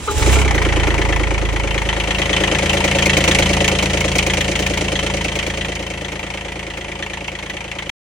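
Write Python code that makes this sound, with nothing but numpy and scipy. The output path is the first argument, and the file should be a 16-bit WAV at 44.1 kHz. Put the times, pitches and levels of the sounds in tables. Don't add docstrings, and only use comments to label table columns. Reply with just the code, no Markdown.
import sys
import numpy as np
from scipy import signal
from scipy.fft import rfft, irfft, next_fast_len
from scipy.io import wavfile
from scipy.ndimage import uniform_filter1d, map_coordinates

SR = 44100
rng = np.random.default_rng(int(sys.argv[2]) if len(sys.argv) > 2 else 0)


def how_loud(loudness_db):
    steps = np.asarray(loudness_db, float) / 20
    return 10 ** steps


def generate_wav(sig):
    pcm = np.round(np.clip(np.atleast_2d(sig).T, -1, 1) * 32767).astype(np.int16)
    wavfile.write(sys.argv[1], SR, pcm)


N = 353285
CUT_S = 7.9015
PINION_S, WHINE_HZ, COMMUTATOR_HZ = .072, 852, 3940
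PIPE_HZ, PIPE_WIDTH_HZ, IDLE_HZ = 67.5, 30, 26.85
FACING = 0.18

# time in seconds, gear mesh in Hz, grind in dB, whine in dB, brush hiss in dB.
STARTER = [
    (0, 417, -37, -54, -34.5),
    (.07, 411, -50, -39, -30.5),
    (.083, 425, -18, -31, -37),
    (.115, 411, -21.5, -23, -28),
    (.128, 424, -56, -30, -30),
    (.22, 423, -30, -30, -23.5),
    (.42, 419, -39.5, -35, -24),
    (.48, 418, -84, -82, -70),
]
# multiple of the mesh rate, level in dB.
MESH_HARMONICS = [(1, 0.5), (2.95, -5), (3.35, -10), (9.4, -16)]
# frequency in Hz, level in dB per Hz.
BRUSH_COLOUR = [(1760, -14.5), (3000, -12.5), (3570, -14.5), (4070, -21), (7560, -12.5), (8510, -17.5),
                (10100, -17.5), (15800, -27)]
# frequency in Hz, level in dB per Hz.
FAN_COLOUR = [(18, -44), (30, -8), (70, -11), (187, -3.5), (244, -9), (296, -4.5), (553, -9), (1110, -20.5),
              (2130, -14.5), (2990, -14.5), (3710, -23.5), (9500, -27.5), (15800, -40), (20900, -120)]

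# time in seconds, firings counted (multiples of 3 are the first cylinder).
CRANK = [(0, 1.5), (.176, 4), (.2235, 5), (.2624, 6), (.3253, 8), (.445, 12), (.5073, 14), (.5792, 16),
         (.8, 22.13), (1.3, 35.85), (2.55, 70.03), (3.3, 90.65), (4.3, 118.05), (5.8, 159.23),
         (6.55, 179.85), (8.02, 220.44)]
# time in seconds, pipe in dB, combustion in dB, valve gear in dB, against idle.
CATCH = [(0, -21, -6.5, -15), (.06, -16, -15, -8.5), (.12, -12.5, -2.5, -15.5), (.17, -2, -11.5, -1.5),
         (.23, 1.5, -6.5, 2), (.32, 4, 0, 0), (.45, 0.5, -1, -4), (.62, -0.5, 0, 0)]
# time in seconds, peak in dB.
HARD_FIRINGS = [(.222, -10), (0.6488, -8), (1.7778, -10.5), (1.889, -7), (2, -7.5), (2.107, -7),
                (2.2176, -6), (2.3646, -4.5), (2.4367, -4.5), (2.695, -4.5), (2.9122, -7), (3.023, -5),
                (3.0955, -4.5), (3.1676, -3), (3.348, -3.5), (3.6787, -3), (3.8577, -8.5), (4.1857, -3),
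                (4.4072, -7), (4.554, -7), (5.354, -10), (5.389, -8), (7.025, -13.5), (7.134, -15),
                (7.2794, -14.5), (7.4973, -13.5), (7.5677, -15.5), (7.7144, -14), (7.786, -13.5),
                (7.8934, -10.5)]

# firing order, level in dB, voice (cut to an integer: 0 or -3 pipe, 1 hum, 2 growl).
EXHAUST_ORDERS = [(1, -25, -3.5), (2, 2, 0.5), (3, 0, 1), (4, -8, -0.5), (5, -4.5, 2), (6, -9.5, 2),
                  (7, -2.5, 2.4), (8, -17, 2)]
# dB above the knock, gain facing the pipe in dB, gain in the bay in dB.
MANIFOLD_VOICES = [
    (-6.5, 7.5, 3.5),
    (-5.5, 5, 3.5),
]

# firings into the cycle, blow on the hood in dB, on the shroud in dB.
VALVES = [(.03, -9, -4), (.21, -9, 0), (.31, 0, -6), (.47, -5, -4), (.76, -11, -12), (1.1, -13, -7),
          (1.33, -8, -7), (1.65, -11, -13), (1.97, -15, -8), (2.3, -11, -7), (2.66, -12, -9)]
# frequency in Hz, width in Hz, level in dB.
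HOOD = [(244.6, 45, -4), (296.7, 121, 1), (356.3, 69, 2.5), (420.5, 27, 5)]
# frequency in Hz, width in Hz, level in dB.
SHROUD = [(564.6, 108, -0.5), (635.6, 120, -2.5), (695, 63, -3)]
# frequency in Hz, width in Hz, level in dB.
COVERS = [(838, 110, 11.5), (1055, 92, 8.5), (1200, 134, 6.5), (1398, 63, 7.5), (1545, 93, 4)]
# firings into the cycle, frequency in Hz, width in Hz, level in dB above the clack.
TAPPET = (2, 923.5, 90, -6)
# frequency in Hz, width in Hz, level in dB.
IRON = [(1758, 103, 0.5), (1989, 59, 5.5), (2151, 93, 5.5), (2402, 204, 3), (2687, 148, 2), (2913, 51, 2),
        (3077, 49, 4.5), (3270, 280, -1.5), (4300, 220, -14), (6140, 190, -13.5), (6760, 180, -21.5),
        (5830, 160, -20)]
CASTING = [IRON[:2] + IRON[7:], IRON[2:4], IRON[4:7]]
# flanks in dB, head in dB, crown in dB, covers in dB.
CYLINDERS = [(-3, 1, -1.5, 0.5), (2, 0, -1, -1), (-2, 0.5, 2, 0)]
# frequency in Hz, level in dB per Hz.
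TICK_COLOUR = [(2060, -35.5), (3500, -10.5), (3700, 2), (4980, -2), (6450, 3), (7270, -3), (7900, -5),
               (8570, -3.5), (13100, -15), (15800, -12)]
# firing order, dB above the knock.
GEARS = [(13, -26), (17, -33), (20, -24.5), (26, -26.5), (34, -30.5), (68, -26.5), (72, -25.5)]

# dB above the knock, gain facing the pipe in dB, gain in the bay in dB.
PARTS = [
    (-12, 1.5, 6.5),
    (-4.5, 8, 2.5),
    (-5.5, 4, -2.5),
    (1, 0.5, -2),
]
DULL = (0, 0.28, -0.089)
# left-right balance in dB, facing the pipe in dB, in the bay in dB.
COVERS_PAN = (-1.1, 2.3, -1.5)
# time in seconds, distance from the pipe 0-1, left-right balance in dB.
WALK = [(0, 0, -3.7), (1.2, 0, -3.8), (1.7, .08, -3), (2.1, .19, -1.5), (2.7, .28, -.2), (3.2, .31, 0),
        (4.5, .31, .6), (5.5, .31, .2), (8.1, .24, 0)]
# time in seconds, nearness of the block in dB, nearness of the pipe in dB,
# leaning into the bay 0-1, left-right balance in dB.
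VIEW = [(0, -23.5, -20.5, 0.07, -2), (.9, -23.5, -21.5, 0.05, 0), (1.45, -28, -22, 0.2, 1),
        (1.9, -26, -25.5, .1, 0.3), (2.4, -22, -29.5, 0.4, 1), (2.7, -21, -30.5, 0.5, 1),
        (2.95, -20.5, -31, 0.65, 0), (3.3, -19, -27.5, 0.93, -0.6), (3.9, -22.5, -29, 1, 0),
        (4.5, -24, -29, 0.97, -.5), (5.05, -25, -31.5, .9, -0.5), (5.6, -27.5, -33, 0.6, -1),
        (5.95, -30.5, -39, 0.5, 0.5), (6.5, -31.5, -38.5, 0, -1), (7.2, -32.5, -41.5, 0.1, -0.5),
        (7.9, -34, -40.5, 0, -0.7)]
# frequency in Hz, left-right likeness 0-1.
ALIKE = [(60, .99), (290, 1), (640, 0.97), (1400, 1), (2500, 0.25), (4000, 0.54), (7000, 0.27), (10500, 1),
         (16000, 0.39)]
# frequency in Hz, lead of the left in radians.
LEFT_LEAD = [(60, 0), (400, 0.34), (700, 1.17), (1100, 0.91), (2400, 0.48), (4000, 0.62), (7700, -1.8),
             (10400, -2), (16000, -10.5)]
# frequency in Hz, left-right balance in dB.
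BODY_SHADE = [(200, -0.5), (500, 2), (1000, 3), (2400, -0.5), (4400, 0), (12000, 0)]
# low edge in Hz, high edge in Hz, share of moments kept.
THIN_BANDS = [(10350, 13900, .09), (13900, 14500, .22), (14500, 15000, .3), (15000, 15500, .4),
              (15500, 16000, .33), (9750, 10350, .65)]


def unit(x):
    return x / np.sqrt(np.mean(np.square(x)) + 1e-20)


def along(points, hz):
    f, v = np.transpose(points)
    return np.interp(np.log(hz + 1), np.log(f + 1), v)


def curves(rows):
    s, *cols = np.transpose(rows)
    return [np.interp(np.arange(N) / SR, s, c) for c in cols]


def wobble(rate):
    knots = rng.standard_normal(int(N * rate / SR) + 4)
    return map_coordinates(knots, [np.arange(N) * rate / SR])


def filtered(x, response):
    m = next_fast_len(N + SR // 4)
    spectrum = rfft(x, m) * response(np.fft.rfftfreq(m, 1 / SR))
    return irfft(spectrum, m)[..., :N]


def modes(table):
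    def response(f):
        total = 0
        for k, (centre, width, db) in enumerate(table):
            damping = 1j * f * width
            total = total + (-1) ** k * how_loud(db) * damping / (centre * centre - f * f + damping)
        return total
    return response


def ports(pair, pan_db):
    side = np.array([[1], [-1]])

    def path(k, share):
        def response(hz):
            turn = np.arccos(np.clip(along(ALIKE, hz), -1, 1)) / 2
            lead = np.exp(.5j * side * along(LEFT_LEAD, hz))
            return share(turn) * lead * how_loud(side * along(BODY_SHADE, hz) / 2)
        return filtered(pair[k], response)

    return (path(0, np.cos) + side * path(1, np.sin)) * how_loud(side * pan_db / 2)


def viewpoint(rules):
    near_db, _, lean, pan_db = curves(VIEW)
    facing = np.clip(1 - curves(WALK)[0] / FACING, 0, 1)
    return near_db, pan_db, [base + at_pipe * facing + in_bay * lean for base, at_pipe, in_bay in rules]


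def crank():
    return uniform_filter1d(curves(CRANK)[0], size=1501, mode="nearest")


def blows(counts, db):
    at = np.searchsorted(crank(), counts)
    keep = (at > 0) & (at < N)
    return np.bincount(at[keep], how_loud(db)[keep], N)


def burst(train, rise_s, t60_s):
    t = np.arange(SR // 8) / SR
    envelope = (1 - np.exp(-t / rise_s)) * how_loud(-60 * t / t60_s)
    flare = signal.fftconvolve(train, envelope)[:N]
    grit = how_loud(1.7 * np.array([wobble(900), wobble(900)]))
    return flare * grit * rng.standard_normal((2, N))


def starter():
    mesh_hz, grind_db, whine_db, hiss_db = curves(STARTER)
    t = np.arange(N) / SR
    phase = 2 * np.pi * np.cumsum(mesh_hz) / SR
    grind = sum(how_loud(db + 4 * wobble(120)) * np.sin(k * phase + 1.1 * wobble(120)) for k, db in MESH_HARMONICS)
    whine = how_loud(1.5 * wobble(48)) * np.sin(2 * np.pi * WHINE_HZ * t + 0.35 * wobble(40))
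    bars = how_loud(-14 + 3 * wobble(60)) * np.sin(2 * np.pi * COMMUTATOR_HZ * t + 1.2 * wobble(90))
    hiss = unit(filtered(rng.standard_normal((2, N)), lambda hz: how_loud(along(BRUSH_COLOUR, hz))))
    brushes = how_loud(hiss_db + 1.8 * wobble(50)) * (hiss + bars)
    pinion = np.arange(N) == round(PINION_S * SR)
    clunk = filtered(burst(pinion, 0.0017, 0.099), modes(COVERS + IRON[:8]))
    return how_loud(grind_db) * grind + how_loud(whine_db) * whine + brushes + how_loud(-15.0) * clunk


def fan():
    near_db, _, _ = viewpoint([])
    knock_db = near_db + curves(CATCH)[1]
    air = unit(filtered(rng.standard_normal((2, N)), lambda hz: how_loud(along(FAN_COLOUR, hz))))
    air = filtered(air, lambda hz: 1 - .35 * np.exp(-np.log(hz / 430 + 1e-9) ** 2 / .5))
    return how_loud(knock_db - 4.0 + 0.4 * wobble(4.3)) * air


def pipe_resonance_db(order):
    def gain_db(hz):
        return -10 * np.log10(1 + ((hz - PIPE_HZ ** 2 / hz) / PIPE_WIDTH_HZ) ** 2)
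    firing_hz = np.gradient(crank()) * SR + 1e-3
    return gain_db(order * firing_hz) - gain_db(order * IDLE_HZ)


def exhaust():
    near_db, _, manifold_db = viewpoint(MANIFOLD_VOICES)
    distance, pan_db = curves(WALK)
    voice_db = np.array([curves(VIEW)[1], *(near_db + manifold_db)]) + curves(CATCH)[0]
    side = np.array([[1], [-1]])
    catching = np.clip(2.4 - 3.5 * np.arange(N) / SR, 0, 1)
    turn = .11 * side * pan_db
    out = np.zeros((2, N))
    for order, db, voice in EXHAUST_ORDERS:
        late = (1.3 * order + 5 * (order == 3)) * distance + .4 * order * catching
        phase = 2 * np.pi * order * crank() + .6 - np.pi * (order > 5) - late + .15 * wobble(7)
        shade_db = -35 * (order > 5) * np.clip(.2 - distance, 0, 1)
        level_db = voice_db[int(voice)] + pipe_resonance_db(order) + db + shade_db
        out += how_loud(level_db + 2.5 + 0.69 * wobble(6)) * np.cos(phase + turn)
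    return out * how_loud(side * pan_db / 2)


def firings(knock_db):
    count, turns = np.arange(4, int(CRANK[-1][1])), crank()
    chance = rng.standard_normal((len(count), 5))
    size_db = -1.7 + 1.5 * chance[:, 0]
    when = count + .015 + .025 * chance[:, 1]
    for s, peak_db in HARD_FIRINGS:
        at = round(s * SR)
        nearest = round(turns[at]) - 4
        when[nearest] = turns[at] + .005
        size_db[nearest] = peak_db - knock_db[at] - 15.5
    lean = chance[:, 2:] - chance[:, 2:].mean(axis=1, keepdims=True)
    return when, size_db, lean


def valve_gear():
    cycle = 3 * np.arange(1, int(CRANK[-1][1]) // 3 + 1)[:, None]
    angle, *part_db = np.transpose(VALVES)
    shake = rng.standard_normal((len(cycle), len(VALVES), 2))
    when = (cycle + angle + .004 * shake[..., 0]).ravel()
    return [blows(when, (db + .9 * shake[..., 1]).ravel()) for db in part_db]


def tappet():
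    angle, hz, width_hz, db = TAPPET
    cycle = 3 * np.arange(1, int(CRANK[-1][1]) // 3 + 1)
    shake = rng.standard_normal((len(cycle), 2))
    ping = burst(blows(cycle + angle + 0.018 * shake[:, 0], 1.4 * shake[:, 1]), .001, 0.031)
    return how_loud(db) * unit(filtered(ping, modes([(hz, width_hz, 0)])))


def sheet_metal(hood, shroud):
    def soft(hz):
        return 1 / (1 + 1j * hz / 900) ** 2
    facing = how_loud(-38 * np.clip(.2 - curves(WALK)[0], 0, 1))
    thump = filtered(hood, lambda hz: soft(hz) * modes(HOOD)(hz))
    thump = thump + 2.02 * facing * filtered(shroud, lambda hz: soft(hz) * modes(SHROUD)(hz))
    rattle = unit(filtered(burst(hood + facing * shroud, 0.0012, 0.24), modes(HOOD + SHROUD)))
    return unit([thump, np.roll(thump, 190)]) + .22 * rattle


def block():
    near_db, _, (tick_db, thump_db, clack_db, gear_db, dull) = viewpoint(PARTS + [DULL])
    _, fire_db, valve_db = curves(CATCH)
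    knock_db = near_db + fire_db
    tick_db = tick_db - fire_db
    thump_db = thump_db - fire_db + valve_db
    when, size_db, lean = firings(knock_db)
    hood, shroud = valve_gear()
    own_db = np.transpose(CYLINDERS)[:, np.round(when).astype(int) % 3]

    iron = np.zeros((2, N))
    for table, part_db in zip(CASTING, 2.53 * lean.T + own_db[:3]):
        blow = blows(when, size_db + part_db)
        iron += filtered(burst(blow + 0.04 * shroud, 0.0006, 0.075) + 9 * blow, modes(table))
    iron = iron + dull * filtered(iron, lambda hz: np.tanh((2450 - hz) / 250))

    injection = blows(when + 0.067 * lean[:, 0], size_db + 2.5 * lean[:, 1])
    tick = burst(injection + 0.27 * shroud + 0.00005, 0.0026, 0.046)
    tick = filtered(tick, lambda hz: how_loud(along(TICK_COLOUR, hz)))
    fire = blows(when, size_db + own_db[3])
    clack = filtered(burst(fire + 0.15 * shroud, 0.00064, 0.1), modes(COVERS))
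    thump = sheet_metal(hood, shroud)
    gears = sum(how_loud(db + 1.1 * wobble(3.16)) * np.sin(2 * np.pi * order * crank() + 1.08 * wobble(12))
                for order, db in GEARS)

    body = how_loud(1.5) * unit(iron) + how_loud(tick_db + 0.5) * unit(tick)
    body = body + how_loud(thump_db - 0.15) * thump + gears * how_loud(13 + gear_db)
    covers = how_loud(knock_db + clack_db - 1.0) * (unit(clack) + tappet())
    return how_loud(knock_db) * body, covers


def scene():
    _, pan_db, (covers_db,) = viewpoint([COVERS_PAN])
    body, covers = block()
    machine = ports(starter() + fan() + body, pan_db)
    return machine + exhaust() + ports(covers, pan_db + covers_db)


def thin_centre(mid):
    hz, _, z = signal.stft(mid, SR, nperseg=2048)
    luck = rng.random((len(THIN_BANDS), z.shape[1]))
    level = np.log(np.sum(np.abs(z[hz > 4000]) ** 2, axis=0) + 1e-12)
    jump = np.diff(level, prepend=0) + .2 * level + 1.5 * luck[0]
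    luck[0] = np.argsort(np.argsort(-jump)) / len(jump)
    hz, t, z = signal.stft(mid, SR, nperseg=256)
    luck = luck[:, np.minimum(np.round(t * SR / 1024).astype(int), len(jump) - 1)]
    keep = (hz < THIN_BANDS[-1][0])[:, None] * np.ones(z.shape)
    for (low, high, share), row in zip(THIN_BANDS, luck):
        keep[(hz >= low) & (hz < high)] = (row < share) | (luck[0] < THIN_BANDS[0][2])
    keep[(hz > THIN_BANDS[0][0]) & (hz < THIN_BANDS[0][1])] *= how_loud(-8)
    return signal.istft(z * keep, SR, nperseg=256)[1][:N]


def roll_off(x):
    return signal.sosfilt(signal.butter(12, 17090, fs=SR, output="sos"), x)


def record(dry):
    x = dry / (1 + np.abs(dry / .98) ** 5) ** (1 / 5)
    x = filtered(x, lambda hz: hz < 15850)
    mid, side = thin_centre((x[0] + x[1]) / 2), (x[0] - x[1]) / 2
    cut = np.clip((CUT_S - np.arange(N) / SR) / .002, 0, 1)
    return roll_off(np.array([mid + side, mid - side]) * cut)


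dry = scene()
out = record(dry)
generate_wav(out)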